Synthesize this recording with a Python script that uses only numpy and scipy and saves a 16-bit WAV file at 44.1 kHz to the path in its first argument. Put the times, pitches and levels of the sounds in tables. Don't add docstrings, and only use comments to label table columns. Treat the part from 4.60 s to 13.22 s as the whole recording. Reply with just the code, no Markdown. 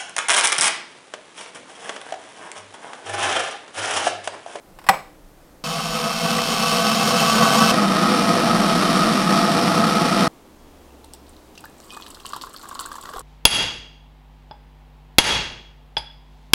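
import sys
import numpy as np
from scipy import signal
from scipy.fft import rfft, irfft, next_fast_len
from scipy.io import wavfile
from scipy.ndimage import uniform_filter1d, map_coordinates

SR = 44100
rng = np.random.default_rng(int(sys.argv[2]) if len(sys.argv) > 2 else 0)


def digitize_waveform(pressure):
    field = np.atleast_2d(pressure).T
    bounded = np.clip(field, -1, 1)
    quanta = np.round(bounded * 32767).astype(np.int16)
    wavfile.write(sys.argv[1], SR, quanta)


def volts_from_decibels(level):
    exponent = np.asarray(level, float) / 20
    return 10 ** exponent


N = 379991
T = np.arange(N) / SR

CUTS = [
    1.039,
    3.118,
    5.68,
]

# t/s, level/dB
HEAT = [(1.04, -30), (1.45, -26.5), (1.7, -23.5), (2.3, -20.5), (2.8, -18.5), (3.12, -18)]
# t/s, level over the boil/dB
SURGES = [(1.19, 3.5), (1.36, 4.5), (1.46, 6), (1.66, 5.5), (1.79, 4.5), (1.9, 3), (2.14, 3), (2.54, 3.5),
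          (2.63, 3), (2.7, 0.5), (2.76, 1.5), (2.83, 5), (2.96, 2), (3.03, 5)]
SURGE_SHARE = [1.0, 0.64, 0.033]
# level over the vigour/dB, growth/(dB per dB)
NEAR_BANDS = [
    (-6.5, 1.32),
    (-1, 1.0),
    (-2, 0.8),
]
FAR_DB = [-20.5, -20, -26.7]
# f/Hz, width/Hz, level/dB
NEAR_MODES = [(490, 30, -2), (680, 33, 0), (1140, 48, -2.5), (1274, 30, -3), (1511, 50, -9),
              (2160, 78, -14), (2640, 120, -9), (2997, 31, -10), (3130, 130, -9.5), (3890, 55, -13),
              (4460, 250, -14), (5350, 700, -15), (6860, 70, -11), (7330, 150, -18), (8000, 76, -20),
              (8700, 600, -23)]
# f/Hz, width/Hz, level/dB
FAR_MODES = [(495, 21, -5), (678, 44, -1), (1270, 58, 0), (1860, 46, -13), (2420, 140, -16),
             (3100, 56, -16), (3720, 87, -16), (4470, 110, -15), (5040, 44, -16), (5480, 94, -14)]
# f/Hz, width/Hz, level/dB
BASE_MODES = [
    [(176, 53, -11.5), (218, 32, -5.5), (780, 32, -4.5), (14300, 900, -32)],
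    [(170, 28, -2), (196, 33, -2), (327, 45, -9), (850, 21, -7), (113.5, 25, -16.5), (9100, 2900, -28)],
]
# f/Hz, level/(dB per Hz)
NEAR_RUSH = [(35, -58), (60, -36), (203, -3.5), (356, -19.5), (494, -4), (596, -10.5), (670, -2), (908, -9),
             (1120, -1), (1830, -15), (2670, -8.5), (5260, -11), (13100, -24), (16200, -39)]
# f/Hz, level/(dB per Hz)
FAR_RUSH = [(35, -73), (60, -109), (180, -0.5), (439, -17), (483, -5), (555, -14.5), (670, -5.5),
            (930, -16), (1260, -5), (1520, -17), (5520, -18.5), (6650, -28.5), (11400, -32), (16200, -50.5)]

# t/s, level/dB
FLOW = [(6.4, -75), (7.0, -89.5), (7.35, -54), (7.6, -59.5), (7.8, -57), (8.2, -52), (8.62, -55)]
# level over the stream/dB, growth/(dB per dB)
FLOW_BANDS = [
    (-1, 1.83),
    (-4.5, 0.42),
    (-1.5, 0.5),
]
# t/s, peak level/dB, f/Hz
GULPS = [(6.929, -46, 894), (6.977, -44, 746), (7.01, -44, 899), (7.04, -25.5, 880), (7.142, -50, 1240),
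         (7.174, -50, 764), (7.2, -39, 1200), (7.304, -55, 703), (7.304, -43, 1060), (7.332, -36, 1220),
         (7.368, -25, 1180), (7.367, -21, 880), (7.4, -39, 1060), (7.463, -35, 1680), (7.491, -47, 920),
         (7.514, -50, 1000), (7.57, -40, 1400), (7.605, -48, 1010), (7.625, -42, 1110), (7.649, -23, 1040),
         (7.702, -27, 1040), (7.734, -30, 703), (7.733, -17, 1150), (7.764, -19, 970), (7.789, -46, 1040),
         (7.837, -19, 1070), (7.87, -27, 1110), (7.909, -38, 1200), (7.943, -27, 1230), (7.966, -37, 1090),
         (7.995, -37, 1410), (8.032, -29, 1070), (8.039, -29, 1100), (8.054, -25, 1090), (8.09, -27, 1010),
         (8.112, -20, 1130), (8.154, -19, 1060), (8.192, -17, 1100), (8.206, -20, 1050), (8.253, -20, 1100),
         (8.289, -31, 1100), (8.316, -18, 1150), (8.355, -24.5, 990), (8.383, -21, 1080),
         (8.436, -26, 1100), (8.455, -24.5, 1320), (8.49, -21, 1130), (8.502, -32, 1100),
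         (8.536, -19, 1160), (8.561, -19, 750), (8.582, -21, 1090)]
# t/s, peak level/dB, f/Hz, t60/s
GLUGS = [(6.306, -45, 2670, .008), (6.443, -43, 850, 0.035), (6.539, -45, 836, 0.04),
         (7.041, -34, 1450, 0.02), (7.056, -37, 1660, 0.026), (7.813, -38, 1000, .015),
         (8.503, -30, 600, 0.017), (8.542, -31.5, 457, 0.043), (8.563, -29.5, 406, 0.029),
         (8.594, -32, 470, 0.031), (8.607, -21, 1150, 0.0064)]
# t/s, peak level/dB, f/Hz
SPLASHES = [(6.4432, -35, 3990), (6.5355, -28, 5170), (6.6657, -41, 3480), (6.6812, -43, 4370),
            (6.7336, -46, 3870), (6.766, -35, 3990), (6.9531, -34, 2870), (6.977, -23, 2740),
            (7.0454, -35, 4660), (7.1536, -47, 4220), (7.185, -48, 5770), (7.202, -35, 5740),
            (7.2344, -40, 2910), (7.3048, -34, 4460), (7.3048, -29, 3130), (7.3442, -30, 2910),
            (7.422, -31, 2800), (7.422, -26.5, 4340), (7.4649, -26.5, 2890), (7.5083, -31, 2820),
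            (7.5467, -30, 4200), (7.5996, -28, 3010), (7.633, -41, 3220), (7.657, -19, 2990),
            (7.7004, -29, 3010), (7.7233, -27, 4450), (7.7343, -26, 2990), (7.7433, -24, 4190),
            (7.7627, -26, 3010), (7.8126, -31, 4220), (7.8131, -20.5, 4200), (7.9084, -39, 2980),
            (7.9423, -35, 3010), (7.9633, -25.5, 4410), (8.0137, -29, 4200), (8.0366, -36, 3380),
            (8.0745, -39, 3120), (8.106, -43, 3470), (8.1499, -45, 3840), (8.1499, -26, 4850),
            (8.1923, -20, 4320), (8.2282, -28, 4550), (8.2401, -28, 3530), (8.3165, -28, 4640),
            (8.3544, -31, 3020), (8.3823, -42, 3180), (8.4083, -40, 4300), (8.4267, -30, 3210),
            (8.4572, -29, 3170), (8.4896, -32, 3100), (8.539, -43, 3040), (8.546, -38, 3490),
            (8.5619, -30, 4410), (8.5928, -31, 3380)]
# t/s, peak level/dB, f/Hz
PATTER = [(7.298, -32, 3120), (7.3144, -35, 4620), (7.334, -31, 3620), (7.4114, -30, 3370),
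          (7.4314, -36, 4220), (7.6657, -22, 3040), (7.6794, -33, 3020), (7.9744, -34, 4260),
          (7.9844, -30, 4200), (8.106, -35, 3480), (8.2334, -30, 3530), (8.2464, -31, 3650),
          (8.2534, -32, 4140), (8.263, -29, 4130), (8.3294, -33, 3450), (8.3604, -38, 2900),
          (8.3704, -36, 3490), (8.4364, -34, 3390), (8.5535, -29, 3500)]
# t/s, peak level/dB, f/Hz
SPITS = [(6.446, -32, 8700), (6.5363, -22, 8360), (6.6933, -35, 9000), (6.9783, -38, 8320),
         (7.0065, -33, 7660), (7.054, -30, 13400), (7.0977, -44, 8020), (7.1831, -39, 7970),
         (7.202, -31, 6960), (7.2429, -39, 8530), (7.2624, -40, 8190), (7.3043, -43.5, 8120),
         (7.3357, -29, 8190), (7.3661, -34, 8120), (7.411, -34, 11900), (7.447, -46, 9420),
         (7.4644, -41, 6500), (7.4814, -30, 7900), (7.504, -26, 8100), (7.5454, -35, 8000),
         (7.6005, -39, 8200), (7.664, -42, 6500), (7.664, -20.5, 8050), (7.6903, -26, 8060),
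         (7.7233, -33, 9350), (7.7363, -34, 8030), (7.7627, -25, 8130), (7.8131, -40, 6500),
         (7.8195, -27, 6540), (7.832, -29, 7290), (7.8949, -35, 7470), (7.9318, -32, 7940),
         (7.938, -29, 8170), (7.9633, -35, 12200), (7.9945, -34, 8130), (8.0142, -35, 7200),
         (8.0291, -28, 7270), (8.0845, -43, 8310), (8.088, -25, 9370), (8.1214, -40, 7550),
         (8.1499, -47, 10500), (8.1499, -28, 7010), (8.1982, -41, 8960), (8.1982, -15, 7550),
         (8.2072, -22, 9730), (8.2591, -32, 9290), (8.2594, -27, 7640), (8.3155, -34, 8120),
         (8.33, -30, 8000), (8.355, -25, 7630), (8.3714, -34, 7500), (8.412, -23.5, 7900),
         (8.4337, -31, 7260), (8.4567, -32, 6800), (8.4891, -43, 7560), (8.538, -43, 8700),
         (8.538, -37, 7500), (8.5699, -33, 7700), (8.571, -32, 8440), (8.5935, -18, 7900)]
# t/s, peak level/dB, f/Hz
TICKS = [(7.3244, -31, 9380), (7.3444, -36, 8190), (7.8614, -35, 12300), (7.8674, -33, 9340),
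         (7.943, -32, 8190), (7.9714, -33, 12300), (8.0204, -35, 8210), (8.0914, -30, 12700),
         (8.1444, -29, 8200), (8.1937, -23, 8500), (8.2624, -25, 9330), (8.2704, -29, 8350),
         (8.2884, -31, 14300), (8.3234, -29, 9530), (8.5464, -40, 8000), (8.5614, -31, 8080),
         (8.6064, -38, 8650)]
# f/Hz, width/Hz, level/dB
MUG = [
    [(1110, 120, 0), (1050, 160, -3), (1450, 350, -8), (850, 200, -8)],
    [(4400, 800, 0), (3100, 300, -2), (3650, 400, -2), (5700, 700, -4)],
    [(7600, 900, 0), (8300, 800, 0), (9800, 1600, -2), (12800, 3500, -4)],
]
TAP_DB = [
    (-13, -4, -9),
    (-12, -9, -6),
    (-16, -10, -12),
]
# t/s, f/Hz, level/dB, t60/s
CHIME = [(6.978, 2750, -42, .07), (6.99, 2500, -60, .8), (7.306, 2500, -42, .4), (7.305, 3100, -35, .03),
         (7.306, 4850, -58, .25), (6.0, 3330, -69, 6.0), (6.445, 2700, -62, .5)]

# t/s, level/dB, t60/s
TOUCH = [(0.188, -35.5, 0.058), (.215, -45, 0.096), (.241, -38, .07), (0.266, -30, 0.09),
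         (0.274, -37, 0.08)]
# t/s, level/dB
SNAP = [
    (.2885, -2),
    (.2905, -3),
    (.2925, -6),
    (.2945, -6),
    (.2995, -13),
]
# f/Hz, level/dB, t60/s
LEVER = [(196, -3, 0.084), (535, -13.5, 0.15), (773, 6, 0.094), (1090, -27, 0.071), (1960, -3.5, 0.044),
         (2360, -27.5, 0.065), (2135, 3, 0.039), (2900, -9.5, 0.03), (3472, -42, 0.073),
         (4151, -37.5, 0.06), (5700, -23, 0.03), (7600, -24, 0.046), (7827, -32, 0.032)]
# f/Hz, level/(dB per Hz)
CRACK = [(71, -54), (120, -53), (773, 2), (2930, -13.5), (4230, -20), (5410, -15), (6370, -39),
         (7820, -20.5), (16000, -29)]
# f/Hz, level/(dB per Hz)
SHELF = [(88, -28), (150, 14), (280, -9.5), (589, 3.5), (1660, -8.5), (2220, -25), (2900, -25), (8070, -24),
         (16000, -28)]
# f/Hz, width/Hz, level/dB
SLATS = [(700, 180, -1), (1150, 150, 1), (2280, 200, 3), (5400, 150, -11)]

# t/s, peak level/dB, f/Hz, t60/s
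THUMPS = [(8.56, -21, 28, .12), (1.29, -25, 45, 0.17), (3.112, -38, 93, 0.06), (1.786, -11, 1950, .012)]
# f/Hz, t60/s
KITCHEN = [(150, 0.35), (1000, 0.35), (4000, 0.49), (12000, 0.018)]
# f/Hz, level/(dB per Hz)
ROOM_TONE = [
    [(8.8, -31), (15, -1), (48, -24), (75, -15.5), (196, -7.5), (241, -16.5), (287, -5), (408, -13.5),
     (530, -11.5), (3000, -29.5), (8000, -32.5), (14800, -34), (16200, -38)],
    [(8.8, -29), (15, -16), (75, -21), (165, -17), (287, -11.5), (323, -12.5), (385, -15.5), (846, -20.5),
     (924, -20.5), (1610, -30), (16200, -42)],
]
ROOM_DB = [-49.5, -48]
RUMBLE_DB = [-53, -53, -48.5, -58]


def kettle():
    surge_s = 0.02
    jolt_db = sum(db * np.exp(-((T - s) / surge_s) ** 2) for s, db in SURGES)
    boil = driven(HEAT, NEAR_BANDS)
    gains = [gain * volts_from_decibels(share * jolt_db) for gain, share in zip(boil, SURGE_SHARE)]
    near = roar(NEAR_MODES + BASE_MODES[0], NEAR_RUSH, -8.0, gains)
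    near = filtered(near, lambda f: 1 - 0.5 / (1 + ((f - 7350) / 520) ** 4))

    cold_db, cold_until_s, cold_fade_s = -35, 2.07, 0.4
    cold = shaped_noise(lambda f: resonant([(164.5, 21, 0)])(f) ** 2)
    near = near + cold * volts_from_decibels(cold_db + 1.4 * jolt_db) / (1 + np.exp((T - cold_until_s) / cold_fade_s))

    far = roar(FAR_MODES + BASE_MODES[1], FAR_RUSH, 0.21, volts_from_decibels(np.array(FAR_DB)))
    return shot(CUTS[0], CUTS[1] + 0.0012) * near + shot(CUTS[1], CUTS[2]) * far


def roar(modes, rush, rush_db, gains):
    collapse = grains(6000, spread_db=-2.0) * volts_from_decibels(0.14 * wobble(30) + 0.049 * wobble(7))
    collapse = collapse + volts_from_decibels(-15) * unit(room(collapse))

    def power(f):
        ringing = sum(volts_from_decibels(2 * db) / (1 + (2 * (f - c) / w) ** 2) ** 2.6 for c, w, db in modes)
        return volts_from_decibels(2 * (along(rush, f) + rush_db)) + ringing

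    edges_hz = [0, 420, 2000, SR]
    out = 0
    for low, high, gain in zip(edges_hz, edges_hz[1:], gains):
        band = filtered(collapse, lambda f: np.sqrt(power(f)) * (f >= low) * (f < high))
        out = out + gain * volts_from_decibels(0.36 * wobble(9)) * unit(band)
    return out


def pour():
    water = lumps() + stream()
    for rows, levels_db in zip([GULPS, SPLASHES, SPITS], TAP_DB):
        water = water + taps(rows, levels_db)
    water = filtered(water, lambda f: 1 - 0.58 / (1 + ((f - 2340) / 260) ** 4))
    water = water + chime()
    return water + volts_from_decibels(-14) * room(water)


def lumps():
    gulp_t60_s, partner_db = 0.026, -9
    bubbles = [(*row, gulp_t60_s) for row in GULPS]
    for (s, db, hz), (a, b) in zip(GULPS, rng.random((len(GULPS), 2))):
        ratio = 1.35 + 0.19 * (b - 0.5)
        bubbles.append((s + 0.00416 * a, db + partner_db, hz * ratio, gulp_t60_s))
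    gulps = volts_from_decibels(-2.0) * drops(bubbles, rise=2.1, rough=0.25)
    glugs = volts_from_decibels(5.5) * drops(GLUGS, rise=3.1, rough=0.11)
    splashes = volts_from_decibels(0.5) * drops([(*row, 0.0055) for row in SPLASHES + PATTER], rise=7.2, rough=0.43)
    spits = volts_from_decibels(-2.5) * drops([(*row, 0.005) for row in SPITS + TICKS], rise=5.5, rough=0.8)
    return gulps + glugs + splashes + spits


def stream():
    trails = [volts_from_decibels(-19) * spray(GULPS, 0.05), volts_from_decibels(-17) * spray(SPLASHES, 0.07), volts_from_decibels(-18) * spray(SPITS, 0.05)]
    small = [droplets(MUG[0], 0.018, 1.5, hiss=0.1, ticks=0.1, count=320),
             droplets(MUG[1], 0.006, 1.8, hiss=0.2, ticks=0.3, count=800),
             droplets(MUG[2], 0.004, 1.8, hiss=0.3, ticks=0.4, count=900)]
    flowing = np.clip((T - FLOW[0][0]) / 0.5, 0, 1) * volts_from_decibels(3 * wobble(30))
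    gains = driven(FLOW, FLOW_BANDS)
    return sum((flowing * gain + trail) * d for gain, trail, d in zip(gains, trails, small))


def drops(rows, rise, rough):
    s, db, hz, t60 = np.transpose(rows)[..., None]
    step = np.arange(round(min(t60.max(), 0.05) * SR))
    t = step / SR
    noise = uniform_filter1d(rng.standard_normal((len(rows), 2205)), size=5, axis=1)
    shake = 1 + 2 * rough * noise[:, step]
    envelope = (1 - np.exp(-t * hz)) * volts_from_decibels(db - 60 * t / t60)
    tone = np.sin(2 * np.pi * hz * t * (1 + rise * t)) * envelope
    place = np.round(s * SR).astype(int) + step
    return np.bincount(place.ravel(), (tone * shake).ravel(), 2 * N)[:N]


def spray(rows, t60):
    kicks = np.zeros(N)
    for s, db, *_ in rows:
        kicks[round(s * SR)] += volts_from_decibels(db)
    return signal.fftconvolve(kicks, volts_from_decibels(-60 * T[:SR // 2] / t60))[:N]


def droplets(modes, t60, spread_db, hiss, ticks, count):
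    when, which, size, detune = rng.random((count, 4)).T
    hz, width, db = np.array(modes)[(which ** 2 * len(modes)).astype(int)].T
    start = FLOW[0][0]
    s = start + when * (N / SR - start)
    level = db - spread_db * np.log(size + 0.04)
    rows = np.c_[s, level, hz + 1.5 * width * (detune - 0.5), np.full(count, t60)]
    running = unit(drops(rows, rise=1.1, rough=0.41)) * np.sqrt(1 - start * SR / N)
    exciter = hiss * rng.standard_normal(N) + ticks * grains(200, spread_db=0.0)
    return running + np.hypot(hiss, ticks) * unit(filtered(exciter, resonant(modes)))


def taps(rows, levels_db):
    s, db = np.array(rows)[:, :2].T
    clicks = np.zeros(N)
    clicks[np.round(s * SR).astype(int)] = volts_from_decibels(db)
    return sum(volts_from_decibels(level) * filtered(clicks, resonant(modes)) for level, modes in zip(levels_db, MUG))


def chime():
    out = np.zeros(N)
    for s, hz, db, t60 in CHIME:
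        out += (T > s) * volts_from_decibels(db - 60 * abs(T - s) / t60) * np.sin(2 * np.pi * hz * T)
    return out * volts_from_decibels(1.5 * wobble(45))


def switch():
    out, t = np.zeros(N), np.arange(SR // 3) / SR
    for s, db, t60 in TOUCH:
        out[round(s * SR):][:len(t)] += volts_from_decibels(db) * crack(t, t60)
    for s, db in SNAP:
        ring = np.zeros(len(t))
        for hz, level, t60 in LEVER:
            ring += volts_from_decibels(level + rng.normal(0, 2.7) - 60 * t / t60) * np.sin(2 * np.pi * hz * t)
        out[round(s * SR):][:len(t)] += volts_from_decibels(db) * (volts_from_decibels(-11.5) * ring + volts_from_decibels(-2.5) * crack(t, 0.024))
    out = out + volts_from_decibels(-23) * room(out)

    since = T - SNAP[0][0]
    rattle = shaped_noise(lambda f: volts_from_decibels(along(SHELF, f)) + 0.77 * abs(resonant(SLATS)(f)))
    rattle = rattle * volts_from_decibels(2.1 * wobble(128.0)) * volts_from_decibels(-20.0 - 60 * abs(since) / 0.38)
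    contact_spring = volts_from_decibels(-35 - 60 * abs(since) / 0.32) * np.sin(2 * np.pi * 7830 * T)
    out = out + (since > 0) * (rattle + contact_spring)
    return filtered(out, lambda f: (1j * f / (1j * f + 135)) ** 4)


def crack(t, t60):
    return shaped_noise(lambda f: volts_from_decibels(along(CRACK, f)), len(t)) * volts_from_decibels(-60 * t / t60)


def background():
    tones = []
    for colour, db in zip(ROOM_TONE, ROOM_DB):
        noise = shaped_noise(lambda f: volts_from_decibels(along(colour, f)) * (f > 48))
        tones.append(volts_from_decibels(db + 0.6 * wobble(4.0)) * noise)
    tone = np.where(T < CUTS[2], tones[0], tones[1])

    steps_db = np.array(RUMBLE_DB, float)[np.searchsorted(CUTS, T)]
    rumble_db = uniform_filter1d(steps_db, size=SR // 20) + 1.83 * wobble(2.84)
    rumble = volts_from_decibels(rumble_db) * shaped_noise(lambda f: resonant([(25, 24, 0)])(f) ** 2)
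    return volts_from_decibels(-1.5) * tone + rumble + low_hum()


def low_hum():
    hum_hz, sag_hz_per_s = 71.6, 2.9
    t = np.clip(T - CUTS[2], 0, None)
    level = volts_from_decibels(-60) + volts_from_decibels(-56) * np.exp(-((T - 6.48) / 0.32) ** 2)
    dropout = 1 - np.exp(-((T - 7.95) / 0.06) ** 2)
    level = level * np.clip(t / 0.3, 0, 1) * dropout
    phase = 2 * np.pi * (hum_hz - sag_hz_per_s * t / 2) * t + 1.6 * wobble(7.5)
    return level * np.sqrt(2) * np.sin(phase)


def room(x):
    hz, t, z = signal.stft(rng.standard_normal(SR // 2), SR, nperseg=256)
    fade = volts_from_decibels(-60 * t / along(KITCHEN, hz)[:, None])
    tail = signal.istft(z * fade, SR, nperseg=256)[1]
    delayed = np.pad(x, (300, 0))
    return signal.fftconvolve(delayed, tail / np.linalg.norm(tail))[:N]


def shot(start, end):
    return np.clip((T - start) / 0.00041, 0, 1) * np.clip((end - T) / 0.0037, 0, 1)


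def driven(control, bands):
    s, db = np.transpose(control)
    swing = np.interp(T, s, db) - db.mean()
    return [volts_from_decibels(db.mean() + over_db + grows * swing) for over_db, grows in bands]


def grains(rate, spread_db):
    hit, size, sign = rng.random(N), rng.exponential(size=N), rng.standard_normal(N)
    return unit((hit < rate / SR) * volts_from_decibels(spread_db * size) * sign)


def shaped_noise(response, length=N):
    return unit(filtered(rng.standard_normal(length), response))


def resonant(modes):
    def response(f):
        total = 0
        for k, (c, w, db) in enumerate(modes):
            total = total + (-1) ** k * volts_from_decibels(db) * 1j * f * w / (c * c - f * f + 1j * f * w)
        return total
    return response


def filtered(x, response):
    m = next_fast_len(len(x) + SR // 2)
    return irfft(rfft(x, m) * response(np.fft.rfftfreq(m, 1 / SR)), m)[:len(x)]


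def wobble(rate):
    return map_coordinates(rng.standard_normal(int(N * rate / SR) + 4), [T * rate])


def along(points, hz):
    f, v = np.transpose(points)
    return np.interp(np.log(hz + 1), np.log(f + 1), v)


def unit(x):
    return x / np.sqrt(np.mean(x ** 2) + 1e-20)


def scene():
    thumps = drops(THUMPS, rise=0, rough=0)
    return (switch() + kettle() + pour() + background() + thumps)[None]


def top_cut(x):
    return signal.sosfilt(signal.butter(12, 16500, fs=SR, output="sos"), x)


def record(dry):
    held = dry / (1 + abs(dry / 0.97) ** 8) ** (1 / 8)
    mix = filtered(held[0], lambda f: f < 15950)[None]
    return top_cut(mix)


dry = scene()
out = record(dry)
digitize_waveform(out)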